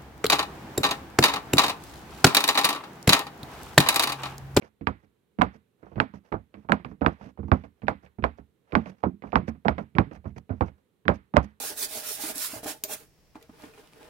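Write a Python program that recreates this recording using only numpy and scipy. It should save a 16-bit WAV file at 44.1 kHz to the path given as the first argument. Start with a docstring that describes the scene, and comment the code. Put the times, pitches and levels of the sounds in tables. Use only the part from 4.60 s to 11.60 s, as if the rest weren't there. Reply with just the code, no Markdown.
"""Fingers rustle over a faint room tone, then small plastic toys are tapped and pressed on a table top,
close to the right port of a phone in a quiet room; the left port hears the taps later and shaded.
Each contact snaps and briefly rings the hollow shell (fading sine waves) and leaves a rattle and
some thin treble (fading noise). The table answers with a dull thud of low fading sine waves.
The rustle is swells of noise, and the room tone is steady noise."""
import sys
import numpy as np
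from scipy import signal
from scipy.fft import rfft, irfft, next_fast_len
from scipy.io import wavfile
from scipy.ndimage import uniform_filter1d

SR = 44100
rng = np.random.default_rng(int(sys.argv[2]) if len(sys.argv) > 2 else 0)


def wav_record(signal):
    """Record a signal, one row per channel, as 16-bit PCM in the file named by sys.argv[1]."""
    frames = np.transpose(np.atleast_2d(signal))
    bounded = np.clip(frames, -1, 1)
    # unit amplitude maps onto the largest positive 16-bit level
    quanta = np.round(bounded * 32767).astype(np.int16)
    wavfile.write(sys.argv[1], SR, quanta)


def field_ratio(decibels):
    """Amplitude ratio for a level in dB (20 dB per decade); scalars and array-likes work."""
    return 10 ** (np.asarray(decibels, dtype=float) / 20)


N = 308700  # length of the scene in samples (7 s)

# contacts of finger, toy and table, with levels before each sound's own settings:
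# start_s, snap_level_db, shell_ring_level_db, shell_pitch_hz, table_panel_level_db, table_boom_level_db
CONTACTS = [(.0231, -40.5, -40, 480, -47, -52), (0.2109, -50, -40.5, 625, -29, -31),
            (.2678, -40, -47, 1100, -45, -45), (.2712, -10.5, -11, 1150, -20, -23),
            (.435, -72, -53, 500, -53, -56), (0.7876, -32, -18.5, 450, -17, -24),
            (0.813, -18, -7, 983, -35, -35), (0.8182, -3, -5.5, 1012, -19, -21),
            (.945, -70, -52, 500, -41.5, -54), (1.229, -67, -35, 435, -42, -49),
            (1.2664, -70, -37.5, 690, -50, -55), (1.3165, -70.5, -38.5, 449, -37, -48),
            (1.3577, -44.5, -29.5, 465, -26, -23), (1.3795, -51, -21, 554, -32, -35),
            (1.4011, -4, -9, 1239, -18, -27), (1.538, -52, -36, 950, -32, -44),
            (1.719, -55, -24.5, 454, -35, -35), (1.7244, -30, -19, 1107, -17, -18),
            (1.7408, -58.5, -17, 446, -29.5, -37), (1.9414, -43, -36, 470, -38, -46),
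            (1.97, -71, -51.5, 500, -37.5, -45), (2.0475, -79, -45.5, 611, -45.5, -47),
            (2.0885, -42, -24.5, 1097, -40.5, -45), (2.0955, -33.5, -13.5, 785, -15, -20),
            (2.1205, -4, -7, 1298, -14, -27), (2.198, -60, -42, 1107, -37, -51),
            (2.2475, -30, -27, 1116, -27, -36), (2.284, -70, -50, 500, -37, -39),
            (2.314, -62, -39.5, 987, -34, -54), (2.4105, -43.5, -30, 455.5, -40, -38.5),
            (2.4166, -36.5, -12, 454, -21, -21), (2.4467, -47.5, -18, 797, -32, -32),
            (2.4626, -6.5, -7.5, 1212, -11, -22), (2.6113, -52.5, -35, 733, -39, -45),
            (2.66, -72, -49, 450, -34, -45), (2.775, -64.5, -37.5, 746, -40, -40),
            (2.7902, -66.5, -34, 540, -23, -29), (2.8303, -66, -37.5, 802, -28, -30),
            (2.845, -75, -50, 500, -30, -32), (2.8834, -73.5, -37, 803, -29.5, -41),
            (2.917, -12, -5.5, 1090, -7, -11), (3.0383, -46.5, -33, 467, -36, -42),
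            (3.2191, -45, -40, 603, -45, -44), (3.233, -61, -35.5, 506, -27, -31),
            (3.2699, -40, -41.5, 537, -38, -34.5), (3.2821, -9, -7.5, 763, -24, -23),
            (3.4333, -62.5, -44, 615, -49, -51), (3.462, -49, -47.5, 680, -65, -59),
            (3.5857, -60, -34.5, 650, -26, -26), (3.625, -40.5, -34, 440, -31, -17),
            (3.6401, -11.5, -7.5, 1009, -32, -30), (3.7846, -58, -37.5, 604, -39, -41),
            (4.122, -30, -31.5, 456, -36, -40), (4.13, -55, -19.5, 444, -19, -25),
            (4.1523, -6.5, -5, 1065, -18, -22), (4.17, -73, -38, 502, -14, -28),
            (4.259, -39, -28.5, 621, -34, -50), (4.295, -70.5, -54, 500, -39.5, -48),
            (4.4306, -50, -34, 915, -39, -45), (4.4369, -36, -8.5, 692, -21, -26),
            (4.462, -70, -43, 504, -12, -32), (4.6221, -42.5, -36, 450, -44.5, -50),
            (4.6379, -57.5, -25.5, 746, -28.5, -34), (4.672, -53, -39, 593, -40, -45),
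            (4.7211, -33.5, -39, 590, -40, -45), (4.73, -38.5, -13, 707, -18, -23),
            (4.7565, -6.5, -5, 1084, -13, -16), (4.823, -70, -50.5, 500, -33, -42),
            (4.8805, -29.5, -23.5, 445, -23, -30), (4.95, -76, -46.5, 500, -42, -60),
            (5.0493, -40, -27, 503, -34, -40), (5.0553, -45.5, -13, 650, -14, -22),
            (5.0828, -7, -7, 850, -20, -18), (5.151, -75, -55, 500, -40, -46),
            (5.1815, -27, -17, 455, -29, -38), (5.208, -71, -44.5, 500, -31, -34),
            (5.3518, -35, -31.5, 603, -19.5, -31), (5.3652, -49, -24.5, 600, -28, -35),
            (5.3845, -7, -6.5, 1010, -6.5, -12), (5.47, -75, -55, 500, -38, -51),
            (5.5122, -48, -31.5, 476, -33, -41), (5.5609, -54, -40, 470, -44, -42),
            (5.643, -63, -38, 517, -45, -44), (5.656, -57, -28, 530, -27, -24),
            (5.702, -68, -55, 574, -42, -46), (5.7627, -54, -37.5, 640, -33.5, -39),
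            (5.8934, -49.5, -31, 428, -40, -39), (5.9025, -57.5, -23.5, 560, -24, -23),
            (5.925, -57, -37, 520, -35, -38), (6.009, -24, -8.5, 836, -15, -16),
            (6.0823, -48.5, -38.5, 815, -45, -47), (6.4536, -50.5, -36.5, 1515, -25.5, -32),
            (6.4812, -5, -13.5, 1332, -16, -22), (6.491, -25, -6.5, 524, -16, -21),
            (6.5153, -39.5, -22, 530, -28, -36), (6.739, -43, -17, 785, -16, -28),
            (6.7621, -20.5, -13.5, 756.5, -28, -30), (6.7677, -4, -2, 840, -10, -12),
            (6.863, -70, -56, 500, -47, -48)]


def colour(x, points, lag_s=0.):
    """Shape the tone by points of (pitch_hz, level_db) and delay the sound by lag_s."""
    size = next_fast_len(N + 4096)
    hz = np.fft.rfftfreq(size, 1 / SR) + 1e-3  # just above 0, so that the logarithm exists
    point_hz, point_db = np.array(points, float).T
    gain = field_ratio(np.interp(np.log(hz), np.log(point_hz), point_db))
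    delay = np.exp(-2j * np.pi * hz * lag_s)
    return irfft(rfft(x, size) * gain * delay, size)[..., :N]


def unit(x):
    """Scale to an average strength (rms) of 1."""
    return x / np.sqrt(np.mean(x ** 2))


def band_noise(hz, width_hz):
    """Two unrelated noises, one for each port, in one steep band around hz."""
    edges = [max(hz - width_hz / 2, 20), min(hz + width_hz / 2, SR / 2.1)]
    band = signal.butter(3, edges, "band", fs=SR, output="sos")
    return unit(signal.sosfilt(band, rng.standard_normal((2, N))))


def fading(times, db, t60, rise):
    """Loudness curve that rises fast at each event and falls by 60 dB in t60 seconds."""
    kicks = np.zeros(N)
    np.add.at(kicks, (times * SR).astype(int), field_ratio(db) ** 2)
    fall = 10 ** (-6 / (abs(t60) * SR))
    up = np.exp(-1 / (abs(rise) * SR))
    power = signal.lfilter([1], [1, -fall], kicks)
    return np.sqrt(signal.lfilter([1 - up], [1, -up], power))


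def ring(t, hz, t60, rise, glide=0., phase=0.):
    """A damped mode; bending waves bring the high pitch first, so it may start sharp."""
    turns = hz * (t + glide * 0.0016 * (1 - np.exp(-t / 0.0011)))
    onset = (1 - np.exp(-t / abs(rise))) ** 2
    decay = 1000. ** (-t / abs(t60))
    return np.sin(2 * np.pi * turns + phase) * onset * decay


def add(out, s, x):
    """Mix x into out from time s in seconds."""
    i = int(s * SR)
    out[i:i + len(x)] += x[:N - i]


def room():
    """Faint steady noise of the room, partly alike at both ports, most of all in the bass."""
    # tone of the room noise: pitch_hz, level_db (per Hz, before scaling)
    room_tone = [(18, -25.5), (30, -10.5), (117, -2.5), (344, -4.5), (436, -0.5), (629, -14), (983, -15),
                 (4050, -21.5), (4870, -30), (8670, -27.5), (15800, -21)]
    common = rng.standard_normal(N)
    own = rng.standard_normal((2, N))
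    alike = colour(common, [(200, 0.5), (1500, -10.5)]) + colour(own, [(200, -2.0), (1500, -3.5)])
    port_db = np.array([[-74.5], [-69]])  # far port, near port
    return unit(colour(alike, room_tone)) * field_ratio(port_db)


def fingers():
    """Fingers sliding on plastic make short swells of friction noise; a faster slide hisses more."""
    # slides: start_s, length_s, level_db
    slides = [(0.0, 0.098, -51.5), (.36, 0.14, -70), (0.423, 0.033, -68), (0.915, 0.067, -55.5),
              (1.162, 0.26, -62), (1.525, .074, -55), (1.628, 0.088, -59.5), (1.908, 0.18, -65.5),
              (2.26, 0.087, -57.5), (2.476, 0.1, -59), (2.565, .17, -50.5), (2.842, 0.22, -55.5),
              (3.02, 0.059, -58), (3.419, 0.068, -57), (3.766, .042, -62.5), (4.03, .36, -54),
              (4.363, 0.072, -64), (3.161, .056, -72), (6.11, .14, -72), (4.247, .078, -48.5),
              (4.616, .14, -58.5), (4.865, 0.041, -46.5), (5.154, 0.1, -54), (5.502, 0.083, -52),
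              (5.62, .11, -61), (5.755, 0.053, -49.5), (5.907, 0.15, -62), (6.045, 0.056, -54),
              (6.528, 0.05, -50.5), (6.817, 0.046, -47), (6.835, .11, -70.5)]
    # tone of the body of the rustle: pitch_hz, level_db (before scaling)
    rustle_tone = [(200, -10), (500, 12), (1000, 3), (1700, -0.5), (2600, -6), (4300, -20.5), (5500, -25),
                   (7000, -38.5)]
    # hiss compared with the body for a 0.1 s slide; longer slides are slower and duller
    hiss_under_body_db, hiss_db_per_doubling = -19, -3.5
    body, hiss = np.zeros(N), np.zeros(N)
    for s, length, body_db in slides:
        hiss_db = body_db + hiss_under_body_db + hiss_db_per_doubling * np.log2(10 * length)
        swell = np.hanning(int(length * SR)) ** .8
        add(body, s, field_ratio(body_db) * swell)
        add(hiss, s, field_ratio(hiss_db) * swell)
    soft = unit(colour(rng.standard_normal((2, N)), rustle_tone))
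    bright = band_noise(5400, 2200) + field_ratio(-9) * band_noise(10000, 7000)
    # the skin catches and lets go, so the level wanders by 3.6 dB (rms)
    wander = unit(uniform_filter1d(rng.standard_normal(N), size=300))
    return field_ratio(3.6 * wander) * (soft * body + bright * hiss)


def table():
    """Every blow lands elsewhere, so it stirs the modes in other shares; a weak second blow follows."""
    # modes of the table panel: pitch_hz, level_db, share of the blow's t60
    panel = [(148.4, -4, 0.57), (176.1, -6.5, .9), (207.2, -2, 0.92), (256.8, -6, .8), (327, -6.5, 0.66),
             (432.1, -9, .55)]
    # deeper modes of the table: pitch_hz, level_db, share of the blow's t60
    boom = [(58.2, -7.5, 0.95), (71.6, -2.5, 1.1), (86, -6, 1.1), (103.6, -5.5, 0.99), (126.2, -6, .95)]
    coarse = 8  # the table holds only bass, so it is computed on every eighth sample
    blow_lag_s = -.002  # the push starts just before the snap
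    blow_t60_s, soft_t60_s_per_db = 0.13, 0.0022  # soft blows ring a little longer
    settle_s, settle_db, settle_scatter_db = .07, -30, 3  # typical delay, level under the blow
    out = np.zeros(N // coarse + SR)
    t = np.arange(0, SR // 3, coarse) / SR
    start = np.transpose(CONTACTS)[0]
    force = np.array(CONTACTS)[:, -2:]
    # the toy rocks back once
    rock = rng.standard_normal((len(start), 2)).T
    start = np.r_[start + blow_lag_s, start + settle_s * np.exp(.3 * rock[0])]
    force = np.r_[force, force + settle_db + settle_scatter_db * rock[1][:, None]]
    modes = panel + boom
    chance = rng.standard_normal((len(start), len(modes), 3))  # level, pitch and phase of each mode
    for s, (panel_db, boom_db), c in zip(start, force, chance):
        levels = [panel_db] * len(panel) + [boom_db] * len(boom)
        t60 = blow_t60_s - soft_t60_s_per_db * panel_db
        i = int(s * SR / coarse)
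        for (hz, db, share), blow_db, (g, f, p) in zip(modes, levels, c):
            mode = ring(t, hz * (1 + .05 * f), t60 * share, 0.0033, phase=1.49 * p)
            out[i:i + len(t)] += field_ratio(blow_db + db + 2.8 * g) * mode
    return signal.resample_poly(out, coarse, 1)[:N]


def shells():
    """Each contact snaps through stiff modes and briefly rings the hollow shell."""
    # upper stiff modes of a snap: pitch_hz, level_db, t60_s
    snap_modes = [(2090, -1.5, 0.0056), (2810, -7.5, 0.004), (3700, -11.5, 0.0067), (4700, -15.5, 0.0057)]
    upper_spread = .09  # random part by which the upper modes shift in pitch
    snap_hz, snap_scatter_octaves = 1460, 0.067  # lowest stiff mode before its shifts
    # light contacts, which ring the shell less than this, have a higher snap pitch
    light_db, light_octaves = -24, .65
    out = np.zeros(N)
    t = np.arange(SR // 16) / SR
    chance = rng.standard_normal((len(CONTACTS), 3 + len(snap_modes)))
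    for (s, snap_db, ring_db, hz, _, _), c in zip(CONTACTS, chance):
        lightness = 1 / (1 + np.exp((ring_db - light_db) / 2))
        low_hz = snap_hz * 2 ** (light_octaves * lightness + snap_scatter_octaves * c[2])
        snap = field_ratio(4.0) * ring(t, low_hz, 0.0088, 0.00011, glide=0.12)
        for (f, db, t60), d in zip(snap_modes, c[3:]):
            snap += field_ratio(db) * ring(t, f * (1 + upper_spread * d), t60, 0.00026)
        shell = ring(t, hz, 0.022, 0.00015, glide=.25)
        lower_hz = hz * (0.74 + 0.071 * c[0])
        shell += field_ratio(-4.5) * ring(t, lower_hz, .04, 0.00038, phase=c[1])
        add(out, s, field_ratio(snap_db) * snap + field_ratio(ring_db + 1.0) * shell)
    return -out


def tail_level():
    """Times of the contacts and base levels of their bright tails, which follow snap and ring."""
    s, snap_db, ring_db = np.transpose(CONTACTS)[:3]
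    return s, -26.5 + 0.47 * snap_db + 0.14 * ring_db


def rattle():
    """Loose parts and near echoes smear each contact; the room holds a little of it longer."""
    # dull rattle: pitch_hz, width_hz, level_db compared with the ring, t60_s
    dull_bands = [(240, 120, -18.5, 0.17), (603, 455, -11.5, 0.11), (1150, 600, -15, 0.094)]
    # bright tail: pitch_hz, width_hz, level_db compared with the tail's base level, t60_s
    bright_bands = [(1940, 970, 2.5, 0.071), (2410, 2200, -12, 0.051), (4160, 2200, -18, 0.057),
                    (1500, 1400, -11.5, 0.31), (2540, 2300, -23, 0.32), (4052, 2200, -23.5, 0.14)]
    s, tail_db = tail_level()
    ring_db = np.transpose(CONTACTS)[2]
    dull = sum(band_noise(hz, width) * fading(s, ring_db + db, t60, 0.0033)
               for hz, width, db, t60 in dull_bands)
    bright = sum(band_noise(hz, width) * fading(s, tail_db + db, t60, 0.00092)
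                 for hz, width, db, t60 in bright_bands)
    return dull + bright


def fizz():
    """Thin treble of each contact that travels through the air: a short burst and a longer tail."""
    s, tail_db = tail_level()
    snap_db = np.transpose(CONTACTS)[1]
    air = band_noise(11500, 8000) + field_ratio(-0.5) * band_noise(6800, 2400)
    return air * (fading(s, snap_db - 50, 0.011, 0.00091) + fading(s, tail_db - 28, 0.087, 0.0036))


def scene():
    """The near port hears it all; the far one later, shaded, and with some scatter of its own."""
    # steep loss of treble above about 5 kHz in the knocks and rattle: pitch_hz, level_db
    knock_tone = [(5200, 0.06), (6200, -15.5), (9000, -30.5)]
    # the far port, in the shadow of the phone: pitch_hz, level_db
    shadow_tone = [(40, -13), (100, -11), (200, -9), (400, -19.5), (750, -27), (1400, -10), (2800, -15),
                   (5500, -25), (10000, -14)]
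    diffuse = colour(rattle(), knock_tone) + fingers() + fizz()
    near = colour(shells() + table(), knock_tone) + diffuse[0]
    far = colour(near, shadow_tone, lag_s=.00034) + field_ratio(-11.0) * diffuse[1]
    return np.array([far, near]) + room()  # left, right


def low_pass(x):
    """Removes everything above the highest recorded frequency."""
    return signal.sosfilt(signal.butter(12, 16000, fs=SR, output="sos"), x)


def record(dry):
    """The phone cuts the deep bass, clips the hardest taps and shuts off the top."""
    bass_cut = signal.butter(4, 52, "high", fs=SR, output="sos")
    top_cut = signal.ellip(8, .2, 60, 15750, fs=SR, output="sos")
    x = signal.sosfilt(bass_cut, dry)
    x = signal.sosfilt(top_cut, np.clip(x, -1, 1))
    x = colour(x, [(9000, 0.27), (13000, -3.5), (15700, -9.0)])
    return low_pass(x)


dry = scene()
out = record(dry)
wav_record(out)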